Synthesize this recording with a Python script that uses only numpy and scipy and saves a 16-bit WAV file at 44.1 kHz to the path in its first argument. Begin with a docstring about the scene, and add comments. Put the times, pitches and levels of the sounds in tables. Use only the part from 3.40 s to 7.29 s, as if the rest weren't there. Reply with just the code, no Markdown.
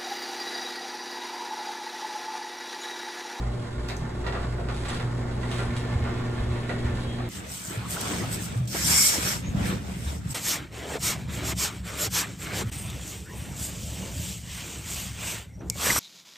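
"""An electric opener hauls a sectional garage door up its steel tracks, heard from just below.
From the start a motor hums, its drive throbs and rollers rattle over the rumbling panels; near half
a second small ticks and the first hinge clanks and panel thump follow. Then scrapes and a short high
squeak come, the steel arm rattles as the door tips overhead, and the heaviest thumps and a longer
squeak end it. Steady tones make the motor, shaped noise and tiny hits the rest, in a small hard garage."""
import sys
import numpy as np
from scipy import signal
from scipy.io import wavfile

SR = 44100
rng = np.random.default_rng(int(sys.argv[2]) if len(sys.argv) > 2 else 0)


def wrap_up_sound(samples):
    """Save the sound to the file named by the first command line argument, as 16-bit audio."""
    columns = np.atleast_2d(samples).T
    # keep every value between -1 and 1, then stretch to whole-number steps
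    tamed = np.clip(columns, -1, 1)
    steps = np.round(tamed * 32767).astype(np.int16)
    wavfile.write(sys.argv[1], SR, steps)


N = 171549
T = np.arange(N) / SR  # time of every sample [s]

SHAFT_HZ = 29.75  # turns of the drive shaft per second
TRACK_DB = -36  # usual loudness of the track's ringing against the room tail [dB]
# colour of sliding steel: (frequency [Hz], relative level [dB])
SLIDING_COLOUR = [(900, 9.5), (3500, 9.5), (5200, -1), (7500, 4), (10500, -1.5), (11800, -20.5)]


def amp(db):
    """Turns decibels into a gain."""
    return 10 ** (np.asarray(db) / 20)


def unit(x):
    """Scales a signal to an rms (average strength) of 1."""
    return x / np.sqrt(np.mean(x ** 2) + 1e-20)


def level(points):
    """Gain over time, drawn in straight dB lines between (time [s], level [dB]) points."""
    return amp(np.interp(T, *np.transpose(points)))


def read(points, hz):
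    """Reads a curve of (frequency [Hz], value) points on a log-frequency axis."""
    f, value = np.transpose(points)
    return np.interp(np.log(hz + 1), np.log(f + 1), value)


def add(mix, s, sound):
    """Mixes a sound into the mix, starting at s seconds."""
    part = mix[..., max(round(s * SR), 0):][..., :sound.shape[-1]]
    part += sound[..., :part.shape[-1]]


def colour(x, points, tilt_db=0, keep_power=True, size=4096):
    """Filters with the given spectrum, never sounding ahead of the input; the tilt is in dB per octave."""
    hz = abs(np.fft.fftfreq(size, 1 / SR))
    tilt = tilt_db * np.log2(np.maximum(hz, 500) / 1000)  # flat below 500 Hz
    gain = amp(read(points, hz) + tilt)
    # minimum phase: the filter responds as early as it can
    spectrum = np.exp(np.conj(signal.hilbert(np.log(gain))))
    taps = np.fft.ifft(spectrum).real[:size // 2]
    if keep_power:
        taps = taps / np.linalg.norm(taps)
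    return signal.oaconvolve(np.atleast_2d(x), taps[None], axes=1)[:, :x.shape[-1]]


def drift(rate_hz, count=24):
    """Random wandering, rms 1: a sum of sines from a tenth of the rate up to the rate."""
    hz, t = np.geomspace(rate_hz / 10, rate_hz, count), T[::100]
    waves = np.sin(2 * np.pi * (hz[:, None] * t + rng.random((count, 1))))
    return np.interp(T, t, unit(waves.sum(0)))


def grains(per_s, spread_db):
    """Random tiny impacts of uneven size and either sign, rms 1."""
    size = amp(spread_db * np.minimum(rng.exponential(1, N), 4))
    struck = rng.random(N) < per_s / SR
    return unit(size * rng.choice([-1, 1], N) * struck)


def tone(hz, waver, rate_hz):
    """A steady pitch wavering in strength and phase, as centre and side signals."""
    turning = np.exp(2j * np.pi * (hz * T + rng.random((2, 1))))
    wander = 1 + waver * (drift(rate_hz) + 1j * drift(rate_hz))
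    return unit((turning * wander).real)


def motor():
    """The mains shakes the motor into hum and buzz; the shaft's turning and the drive add tones and throb."""
    # mains hum: (time [s], level [dB])
    hum_level = [(0, -32.5), (.7, -40), (1.25, -34), (1.58, -38), (1.65, -29.5), (1.95, -34), (2.28, -30.5),
                 (2.7, -31.5), (3.89, -33.5)]
    # the housing sings an octave above, louder as it nears: (time [s], level [dB])
    octave_level = [(1.1, -46.5), (1.5, -43), (2.8, -39.5)]
    # buzz of the housing: (multiple of the hum, average level [dB])
    buzz_orders = [(3, -46.5), (4, -60)]
    # tones of the turning shaft: (multiple of the shaft speed, level [dB])
    shaft_orders = [(6, -54), (10, -56.5), (12, -52), (13, -52), (20, -55.5)]
    # throb of the drive: (time [s], level [dB])
    throb_level = [(.12, -29.5), (.19, -62), (.31, -62), (.38, -30.5), (.74, -40.5), (.85, -34),
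                   (1.5, -32.5), (1.6, -49), (1.78, -35.5), (2.7, -43)]
    hum_hz, throb_hz = 120, 57  # the hum is at twice the mains frequency

    hum = level(hum_level) * tone(hum_hz, waver=0.056, rate_hz=12)
    octave = level(octave_level) * tone(2 * hum_hz, waver=.05, rate_hz=6)
    buzz = sum(amp(db) * tone(k * hum_hz, waver=.25, rate_hz=6) for k, db in buzz_orders)
    # the buzz follows the octave, rising half as many dB
    buzz = unit(np.sqrt(level(octave_level))) * buzz
    shaft = sum(amp(db) * tone(k * SHAFT_HZ, waver=0.92, rate_hz=7.3) for k, db in shaft_orders)
    throb = level(throb_level) * tone(throb_hz, waver=.15, rate_hz=6)
    return hum + octave + buzz + shaft + throb


def panels():
    """The door rumbles, shaken once per turn of the shaft; its sections thump as they flex and shudder on."""
    # rumble: (time [s], level [dB])
    rumble_level = [(.1, -38), (.35, -39), (1, -35.5), (2.9, -34), (3.25, -36), (3.48, -33), (3.8, -36)]
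    # its colour: (frequency [Hz], relative level [dB])
    rumble_colour = [(15, -2), (35, -15), (72, -3), (105, -2.5), (220, -7.5), (400, -12.5), (650, -19),
                     (3000, -60.5)]
    # flexing sections: (time [s], level of the push [dB], pitch [Hz])
    thumps = [(0.619, -25, 147), (2.286, -22, 91.5), (2.556, -14, 72.2), (3.002, -16.5, 76),
              (3.067, -22, 68), (3.107, -20.5, 81.4), (3.448, -16.5, 67), (3.511, -22.5, 70)]
    flutter = 0.11  # depth of the shaking
    push_s, shudder_s = 0.006, 0.034  # time until each swell is strongest [s]
    shudder_db = -12  # shudder against push [dB]

    shake = 1 + flutter * np.sin(2 * np.pi * SHAFT_HZ * T)
    out = level(rumble_level) * shake * colour(rng.standard_normal((2, N)), rumble_colour)
    t = T[:SR // 4]
    push_swell = (t / push_s * np.exp(1 - t / push_s)) ** 2
    shudder_swell = t / shudder_s * np.exp(1 - t / shudder_s)
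    for s, db, hz in thumps:
        push = push_swell * np.sin(2 * np.pi * hz * t)
        shudder = shudder_swell * tone(hz, waver=2.3, rate_hz=hz / 2)[0, :len(t)]
        add(out, s, amp(db) * (push + amp(shudder_db) * shudder))
    return out


def rollers():
    """Many tiny impacts make a lumpy rattle in the track, a brighter one in the arm, and the drive's hiss."""
    # rollers running in the track: (time [s], level [dB])
    roll_level = [(0, -45), (.42, -46.5), (1.9, -44.5), (2.6, -42), (3.89, -48)]
    # their colour: (frequency [Hz], relative level [dB])
    roll_colour = [(150, -12.5), (350, 3.5), (800, 2.5), (2000, -2.5), (2700, -16.5), (3900, -23),
                   (5200, -20), (8000, -19), (13000, -101)]
    # the steel arm rattles once the door tips overhead: (time [s], level [dB])
    arm_level = [(1.9, -70), (2.1, -49), (3.89, -51)]
    # its colour: (frequency [Hz], relative level [dB])
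    arm_colour = [(900, -22), (1750, 5.5), (2600, -1.5), (4000, -7), (5200, -32.5)]
    # hiss of the sliding drive: (time [s], level [dB])
    hiss_level = [(.45, -53.5), (2.5, -52.5), (3.72, -49), (3.89, -56)]
    rattles_per_s, spread_db = 420, 3.5

    lumps = amp(1 * drift(22))  # 1 dB of unevenness, wandering at up to 22 Hz
    rattle = colour(grains(rattles_per_s, spread_db) * level(roll_level) * lumps, roll_colour)
    arm = colour(grains(rattles_per_s, spread_db) * level(arm_level) * lumps, arm_colour)
    hiss = colour(grains(3000, spread_db=6.5) * level(hiss_level), SLIDING_COLOUR)
    rattling = garage(rattle + arm, wet_db=8, ring_db=TRACK_DB, steady=True)
    return rattling + garage(hiss, wet_db=8.0, ring_db=-10, steady=True)


def clanks():
    """Each loose hinge strikes, chatters and rings briefly at its own pitches; small parts tick close by."""
    # hinge and roller clanks: (time [s], level [dB], treble tilt [dB per octave])
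    hinge_blows = [(0.487, -41.5, 5.5), (.499, -38.5, 0.5), (.842, -40, -3), (.866, -35.5, 0.5),
                   (.925, -38, -1), (.952, -37, -2), (.99, -48, -1), (1.031, -46, 0.5), (1.183, -39.5, -7),
                   (1.287, -38.5, -0.5), (1.451, -41.5, 2), (1.497, -38, 1), (1.545, -43, 4),
                   (1.598, -39, 0), (1.912, -49.5, 2), (2.032, -42, -2), (2.115, -42.5, 5),
                   (2.192, -36, -5), (2.653, -39, -1.5), (2.979, -42.5, -2.5), (3.157, -41, -5),
                   (3.294, -34.5, -3), (3.786, -40.5, -3.5)]
    # their colour: (frequency [Hz], relative level [dB])
    clank_colour = [(100, -35), (400, 6), (1000, 4.5), (1650, 1.5), (2150, -1.5), (2800, -5), (4000, -7.5),
                    (5200, -19), (7500, -20.5), (12500, -42)]
    # small sharp metal ticks: (time [s], level [dB])
    small_ticks = [(.484, -54), (0.567, -55.5)]
    # their colour: (frequency [Hz], relative level [dB])
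    tick_colour = [(2000, -29), (5500, 6), (7900, 8), (15000, -12)]
    chatter_per_s, chatter_share = 300, .75  # rate of the later hits, and their size against the first
    chatter_s, tick_s = .014, 0.0015  # time to fade to about a third [s]
    hinge_ring = .5  # ringing against hits

    out, ticks, t = np.zeros((1, N)), np.zeros(N), T[:SR // 6]
    blow = np.sqrt(SR / 20)  # a blow holds the energy of 50 ms at its level
    fade = np.exp(-t / chatter_s)
    for s, db, tilt in hinge_blows:
        struck = rng.random(len(t)) < chatter_per_s / SR
        hits = chatter_share * rng.standard_normal(len(t)) * struck * fade
        hits[0] = 1
        pitches = rng.uniform(650, 2000, size=(4, 1))  # [Hz]
        ring = np.sin(2 * np.pi * pitches * t).sum(0) * fade
        knock = colour(hits / np.linalg.norm(hits), clank_colour, tilt)
        knock = knock + hinge_ring * ring / np.linalg.norm(ring)
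        add(out, s, blow * amp(db) * knock / np.linalg.norm(knock))
    for s, db in small_ticks:
        crack = rng.standard_normal(len(t)) * np.exp(-t / tick_s)
        add(ticks, s, blow * amp(db) * crack / np.linalg.norm(crack))
    ticks = colour(ticks, tick_colour)
    return garage(out, wet_db=9, ring_db=-23) + garage(ticks, wet_db=0, ring_db=TRACK_DB)


def scrapes():
    """Roller flanges rub the track in gritty swells of friction; thin squeaks sound where a roller binds."""
    # scrapes: (peak time [s], rise [s], fall [s], peak level [dB])
    flange_scrapes = [(1.35, 0.032, 0.03, -47.5), (1.5, 0.068, 0.073, -39), (2.195, 0.1, 0.048, -40.5),
                      (2.362, 0.0042, 0.044, -41.5)]
    # squeaks: (peak time [s], half length [s], pitch [Hz], peak level [dB])
    roller_squeaks = [(1.491, 0.0046, 7740, -35), (3.713, 0.05, 3250, -47.5)]
    wobble = 0.011  # share of the pitch

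    force = np.zeros(N)
    for s, rise, fall, db in flange_scrapes:
        force += amp(db) * np.exp(-np.maximum((s - T) / rise, (T - s) / fall))
    grit = colour(grains(2500, spread_db=8) * force, SLIDING_COLOUR)
    slip = np.cumsum(1 + wobble * drift(200)) / SR  # time running unevenly, so the pitch wobbles
    squeaks = np.zeros(N)
    for s, length, hz, db in roller_squeaks:
        squeaks += amp(db) * np.exp(-((T - s) / length) ** 2) * np.sin(2 * np.pi * hz * slip)
    return garage(grit, wet_db=4, ring_db=TRACK_DB) + squeaks


def garage(x, wet_db, ring_db, steady=False):
    """Adds ringing track and a fading room tail to the direct sound, as centre and side signals."""
    # ringing pitches of the steel track: (frequency [Hz], relative level [dB])
    track_modes = [(1082, 3.5), (1391, -1), (3243, -14), (3876, -2.5)]
    # how long the room rings: (frequency [Hz], time to fade by 60 dB [s])
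    room_fade = [(1000, 0.33), (4000, 0.23), (12000, 0.25)]
    track_fade_s = 0.1  # time for the track to fade by 60 dB [s]

    t = np.arange(SR // 2) / SR
    # room tail: noise that fades at its own speed in each frequency band
    hz, at, z = signal.stft(rng.standard_normal((2, len(t))), SR, nperseg=256)
    fading = z * amp(-60 * at / read(room_fade, hz)[:, None])
    tail = signal.istft(fading, SR, nperseg=256)[1][:, :len(t)]
    ring = sum(amp(db) * np.sin(2 * np.pi * (f * t + rng.random((2, 1)))) for f, db in track_modes)
    ring = ring * np.exp(-np.log(1000) * t / track_fade_s)
    echo = tail / np.linalg.norm(tail[0]) + amp(ring_db) * ring / np.linalg.norm(ring[0])
    echo = amp(wet_db) * echo
    echo[0, 0] += 1  # direct sound in the centre
    echo[1, 4] -= 1  # and in the side, four samples later and upside down
    # a steady sound already fills the room at the start
    lead = np.pad(x, ((0, 0), (len(t), 0)), "reflect" if steady else "constant")
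    heard = signal.fftconvolve(lead, echo / np.linalg.norm(echo[0]), axes=1)
    return heard[:, len(t):len(t) + N]


def scene():
    """Sums all sources and spreads them to left and right: centre plus side, and centre minus side."""
    # gain of the side signal: (frequency [Hz], level [dB])
    width = [(60, -76), (120, -26), (380, -7.5), (700, -2.5), (2400, -5), (5000, 6.5), (7800, -12),
             (12500, 9)]
    balance_db = 0.5  # the right channel's gain over the left [dB]

    mid, side = motor() + panels() + rollers() + clanks() + scrapes()
    side = colour(side, width, keep_power=False)[0]
    left = (mid + side) * amp(-balance_db / 2)
    right = (mid - side) * amp(balance_db / 2)
    return np.array([left, right])


def record(dry):
    """Removes the highest treble with a steep low-pass filter."""
    taps = signal.firwin(511, 15800, window=("kaiser", 9), fs=SR)  # cutoff in Hz
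    return signal.oaconvolve(dry, taps[None], "same")


dry = scene()
out = record(dry)
wrap_up_sound(out)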